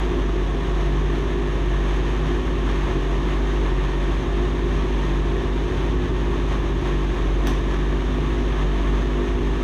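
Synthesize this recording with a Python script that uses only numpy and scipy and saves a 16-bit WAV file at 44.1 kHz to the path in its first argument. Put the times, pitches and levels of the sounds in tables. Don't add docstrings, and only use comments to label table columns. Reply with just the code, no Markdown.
import sys
import numpy as np
from scipy import signal
from scipy.fft import rfft, irfft
from scipy.io import wavfile
from scipy.ndimage import uniform_filter1d

SR = 44100
rng = np.random.default_rng(int(sys.argv[2]) if len(sys.argv) > 2 else 0)


def to_wav(s):
    ch = np.atleast_2d(s).T
    pcm = np.round(np.clip(ch, -1, 1) * 32767)
    wavfile.write(sys.argv[1], SR, pcm.astype(np.int16))


def magnitude_from_level(level_db):
    exponent = np.asarray(level_db, float) / 20
    return 10 ** exponent


N = 424683


def level(x, db):
    return x * magnitude_from_level(db) / np.sqrt(np.mean(x ** 2))


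def curves(table):
    s, *columns = np.transpose(table)
    return [np.interp(np.arange(N) / SR, s, c) for c in columns]


def spells(events, half_s, late_s=0):
    t = np.arange(0, N, 64) / SR
    s, *heights = np.transpose(events)
    bells = np.exp(-0.5 * ((t - s[:, None] - late_s) / half_s) ** 2)
    return [np.interp(np.arange(N) / SR, t, h @ bells) for h in heights]


def walk(rate):
    k = int(SR / rate)
    held = np.repeat(rng.standard_normal(N // k + 1), k)
    return 1.3 * uniform_filter1d(uniform_filter1d(held, k), k)[:N]


def ring(x, modes, sign=-1):
    out = 0
    for k, (hz, width, db) in enumerate(modes):
        b, a = signal.iirpeak(hz, hz / (1.74 * width), fs=SR)
        mode = signal.lfilter(b, a, signal.lfilter(b, a, x))
        out = out + sign ** k * magnitude_from_level(db) * mode
    return out


def colour(x, spectrum):
    hz, db = np.transpose(spectrum)
    f = np.maximum(np.arange(N // 2 + 1) * SR / N, 1)
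    return irfft(rfft(x) * magnitude_from_level(np.interp(np.log(f), np.log(hz), db)), N)


def even(x, floor):
    power = uniform_filter1d(x ** 2, size=5000)
    return level(x / np.sqrt(power + floor * np.mean(x ** 2)), 0)


def pulses(turns, size, late_s):
    at = np.flatnonzero(np.diff(np.floor(turns)))
    delay = (late_s[:len(at)] * SR).astype(int)
    out = np.zeros(N)
    out[np.clip(at + delay, 0, N - 1)] = size[:len(at)]
    return out


def governor():
    # time in seconds, firing rate in Hz, lumpiness of the firings in dB.
    idle = [(0.0, 51.76, 1), (0.44, 47.2, 1), (0.65, 50.85, -3), (0.8, 48.36, -4.5), (1.46, 50.82, 4),
            (1.6, 47.68, 0), (2.42, 50.77, -1.5), (3.04, 48.4, 0.5), (3.55, 50.17, -5), (3.71, 46.2, -1.5),
            (4.45, 50.4, 0.9), (5.08, 48.74, -1), (5.93, 51.68, 5), (6.55, 49.2, 3.5), (7.4, 48.1, -0.5),
            (8.39, 50.6, 1.5), (8.62, 48.3, -3), (9.23, 50.5, -0.4)]
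    # time in seconds, loss of beat in dB, speed lost afterwards in Hz.
    stumbles = [(0.13, 2.7, -0.17), (0.36, 1, -0.25), (0.65, 2, 0.8), (1.3, 1, 0.47), (1.6, 2.0, -1.04),
                (2.43, 4, -0.32), (2.62, 0, 0.88), (2.9, 4.3, 2.5), (3.22, 3, 0.26), (3.92, 2, 0.45),
                (4.24, 5, -0.0), (4.57, 1, -0.13), (4.87, 3, -0.48), (5.07, 1, 1.41), (5.43, 4.5, 1.0),
                (5.71, 5, 2), (6.06, 5.0, 1.3), (6.37, 2.5, 0.1), (6.82, 5.4, 0.54), (7.16, 3.9, 1.02),
                (7.62, 2.3, 0.36), (8.03, 1.8, 0), (8.37, 1, -0.0), (8.56, 2.2, 0.17), (9.26, 4, -0.4),
                (9.4, 4, 1.1)]
    # time
    # in seconds, flare in dB.
    catches = [(0.79, 2.5), (1.15, 1.2), (1.54, 2.5), (1.92, 0.5), (2.09, 1.8), (2.33, 1.6), (2.5, 1),
               (2.7, 1.8), (2.92, 3.8), (3.27, 1.5), (3.63, 2.5), (4.14, 0.5), (4.45, 1.5), (4.74, 2),
               (5.08, 1), (5.36, 0.5), (5.76, 2), (6.53, 2.5), (6.87, 4), (7.2, 0.8), (7.5, 4), (7.91, 0.8),
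               (8.29, 1.4), (8.6, 0.5), (8.92, 1), (9.11, 1.4)]
    # time in seconds, thump lost in dB.
    even_runs = [(0.29, 3), (0.76, 2), (1.42, 6), (1.86, 6), (3.1, 6), (3.4, 2), (3.6, 9.7), (3.98, 7),
                 (4.95, 4.1), (5.55, 3), (6.9, 6), (7.8, 5.5), (8.69, 7), (9.19, 10)]
    # time in seconds, muffler in dB, pipe in dB.
    puffs = [(0.15, 3.7, 3), (0.37, 0, 3.0), (1.16, 3, 2.1), (1.38, 1, 3), (2.35, 1, 2), (2.67, 3, 0.5),
             (2.96, 2, 2.7), (3.25, 3, 0.5), (3.64, 2.5, 2), (4.42, 0, 3), (4.65, 1, 1.5), (5.34, -2, 2.5),
             (5.68, -2, 2.5), (5.95, 1, 1.5), (6.09, 1, 1), (6.33, 1, 2.5), (6.9, 1, 3), (7.49, 6, 1.8),
             (8.13, 2.8, -1.5), (8.41, 2.5, 0.8), (8.8, 2.5, 0), (8.96, 1, 0.5), (9.22, 3, 4.5),
             (9.4, 1, 2.0)]
    slow_hz, lumpy = curves(idle)
    fast = slow_hz - 49.3
    stumble = spells(stumbles, half_s=0.021)[0]
    sag_hz = spells(stumbles, half_s=0.07, late_s=0.07)[1]
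    catch = spells(catches, half_s=0.029)[0]
    calm = spells(even_runs, half_s=0.051)[0]
    muffler, pipe = spells(puffs, half_s=0.033)

    boom_db = -21.5 - 0.2 * fast - 1.27 * stumble - 0.15 * lumpy
    thump_db = -33.5 + 0.52 * lumpy + stumble - 1.6 * calm
    warming_db = 0.28 * np.arange(N) / SR
    muffler_db = -35.5 + 0.75 * fast + 1.33 * muffler + warming_db
    pipe_db = -31.5 + 0.2 * fast + 1.34 * pipe
    clatter_db = -35 + 0.82 * catch
    return slow_hz - sag_hz, boom_db, (thump_db, muffler_db, pipe_db), clatter_db


def boom(turns, boom_db):
    # multiple of the firing rate, level under the fundamental in dB.
    harmonics = [(1 / 2, -38), (2.3, -40), (3, -12), (4, -30)]
    angle = 2 * np.pi * turns + 0.078 * walk(16)
    wave = magnitude_from_level(0.7 * walk(11)) * np.sin(angle)
    for k, db in harmonics:
        wave = wave + magnitude_from_level(db + 1.4 * walk(12)) * np.sin(k * angle + 0.088 * k * walk(12))
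    return np.sqrt(2) * magnitude_from_level(boom_db) * wave


def exhaust(turns, thump_db, muffler_db, pipe_db):
    # frequency in Hz, width in Hz, level in dB.
    thump_bands = [(65.2, 5, 2), (84.2, 6.3, 0.5), (119.2, 16, -2.5), (134.2, 10.4, -7.5), (173, 12.7, -7)]
    # frequency in Hz, width in Hz, level in dB.
    muffler_modes = [(170.3, 11.5, -3), (194.8, 9.2, -9.5), (253, 21.8, -1), (285.2, 19.8, -3),
                     (316.4, 15, -19.5)]
    # frequency in Hz, width in Hz, level in dB.
    pipe_modes = [(334.9, 16, -4), (363.3, 12.9, 3), (397.9, 12.8, -3.5), (430.6, 14, -9.5),
                  (461.6, 8.7, -10.5)]
    chance = rng.standard_normal((600, 3)).T
    third = 2 * np.pi / 3
    charge = np.cos(np.cumsum(third + 0.45 * chance[0])) + 0.18 * chance[1]
    thump = even(ring(pulses(turns, charge, 0 * charge), thump_bands), 0.24)

    settling_db = 0.6 * (np.arange(N) - N / 2) / SR
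    uneven = magnitude_from_level(0.6 * (thump_db - np.mean(thump_db)) - settling_db)
    late_s = 0.00028 * chance[2]
    regular = pulses(turns, np.ones_like(charge), late_s)
    blow = regular + 0.31 * uneven * pulses(turns, charge, late_s)
    hiss = level(rng.standard_normal(N), -7)
    gas = level(blow, 0) + uneven * hiss
    muffler = even(ring(gas, muffler_modes), 0.34)
    pipe = even(ring(np.roll(gas, shift=SR // 120), pipe_modes), 0.32)
    return magnitude_from_level(thump_db) * thump + magnitude_from_level(muffler_db - 0.16) * muffler - magnitude_from_level(pipe_db + 0.07) * pipe


def clatter(turns, db):
    # frequency in Hz, width in Hz, level in dB.
    hood = [(681, 9, -7.5), (1102, 69, -18.5), (1290, 32, -17), (1473, 15, -11), (1615, 15, -15),
            (1716, 14.3, -3), (1760, 40, -16), (1834, 50, -4), (2050, 49, -19)]
    # frequency in Hz, level in dB per Hz.
    knock_spectrum = [(300, -49), (480, 1), (560, 1), (700, 0), (850, -1), (960, 2.5), (1180, 0.5),
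                      (1400, -7), (1760, -2.5), (2010, -6.5), (2600, -9), (3700, -10), (15500, -13)]
    knocks = (rng.random(N) < 1500 / SR) * rng.standard_normal(N)
    beat = 1 + 0.15 * np.cos(2 * np.pi * turns - 1.2) + 0.087 * np.cos(4 * np.pi * turns)
    smear = rng.standard_normal(N)
    drive = (beat * level(knocks, -6.5) + smear) * magnitude_from_level(0.88 * walk(20))
    shaped = colour(drive + magnitude_from_level(9.5) * ring(drive, hood, sign=0.83), knock_spectrum)
    return level(shaped, 2.71) * magnitude_from_level(db)


def rumble():
    # frequency in Hz, level in dB per Hz.
    rumble_spectrum = [(12, -34), (24, -6), (34, -20), (60, -10.5), (100, -11), (215, -13.5), (330, -11),
                       (520, -20.5), (700, -44)]
    return level(colour(rng.standard_normal(N), rumble_spectrum), -34.5)


def snaps():
    # time in seconds, peak level in dB.
    snap_events = [
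        (1.1812, -48),
        (3.4224, -52),
        (7.4697, -26.5),
        (7.492, -44),
        (7.507, -46),
        (9.2106, -59),
    ]
    # frequency in Hz, width in Hz, level in dB.
    snap_modes = [(2010, 1900, 1), (3380, 1130, 9), (6150, 1100, 14.6), (8540, 2200, 16), (11200, 2100, 17),
                  (13900, 2200, 27)]
    out = np.zeros(N)
    t = np.arange(int(0.03 * SR)) / SR
    crack = (1 - np.exp(-t / 0.00048)) * np.exp(-t / 0.0023)
    rebound = 0.15 * (t > 0.006) * np.exp(-np.abs(t - 0.006) / 0.0015)
    for s, db in snap_events:
        signs = np.sign(rng.standard_normal(len(t)))
        out[int(s * SR):int(s * SR) + len(t)] += magnitude_from_level(db) * (crack + rebound) * signs
    return magnitude_from_level(10.0) * ring(out, snap_modes, sign=0.97)


def walls(x):
    # frequency in Hz a little under the band's upper edge, time to decay by 60 dB in seconds, level
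    # in dB.
    room_bands = [(570, 0.53, 3.5), (1080, 0.45, -1), (2100, 0.57, -2), (3660, 0.47, 0), (5800, 0.41, -3.5),
                  (9100, .32, 4), (13500, 0.18, -11)]
    t = np.arange(SR // 2) / SR
    tail = 0
    for hz, t60, db in room_bands:
        edges = [hz / 1.83, min(hz * 1.17, 20000)]
        sos = signal.butter(2, edges, "band", fs=SR, output="sos")
        band = signal.sosfilt(sos, rng.standard_normal(len(t)))
        tail = tail + band * magnitude_from_level(db - 60 * t / t60)
    tail = tail * (1 - np.exp(-t / 0.0014))
    return signal.fftconvolve(x, tail / np.sqrt(np.sum(tail ** 2)))[:N]


def scene():
    hz, boom_db, exhaust_db, clatter_db = governor()
    turns = np.cumsum(hz) / SR
    rattle = clatter(turns, clatter_db)
    clips = snaps()
    engine = boom(turns, boom_db) + exhaust(turns, *exhaust_db) + rattle
    echo = walls(magnitude_from_level(-16) * rattle + magnitude_from_level(-2.5) * clips)
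    return (engine + rumble() + clips + echo)[None]


def band_limit(x):
    return signal.sosfilt(signal.butter(12, 15710, fs=SR, output="sos"), x)


def record(dry):
    # frequency in Hz, response in dB.
    microphone = [(3650, 0.5), (4050, -6.5), (4800, -14), (6500, -9), (7300, -20.5), (8500, -20.5),
                  (9100, -24.5), (10900, -23.5), (11600, -31.5), (13300, -30), (14900, -32)]
    low_pass = signal.ellip(10, 0.3, 45, 14970, fs=SR, output="sos")
    heard = signal.sosfilt(low_pass, colour(dry[0], microphone))
    return band_limit(heard[None])


dry = scene()
out = record(dry)
to_wav(out)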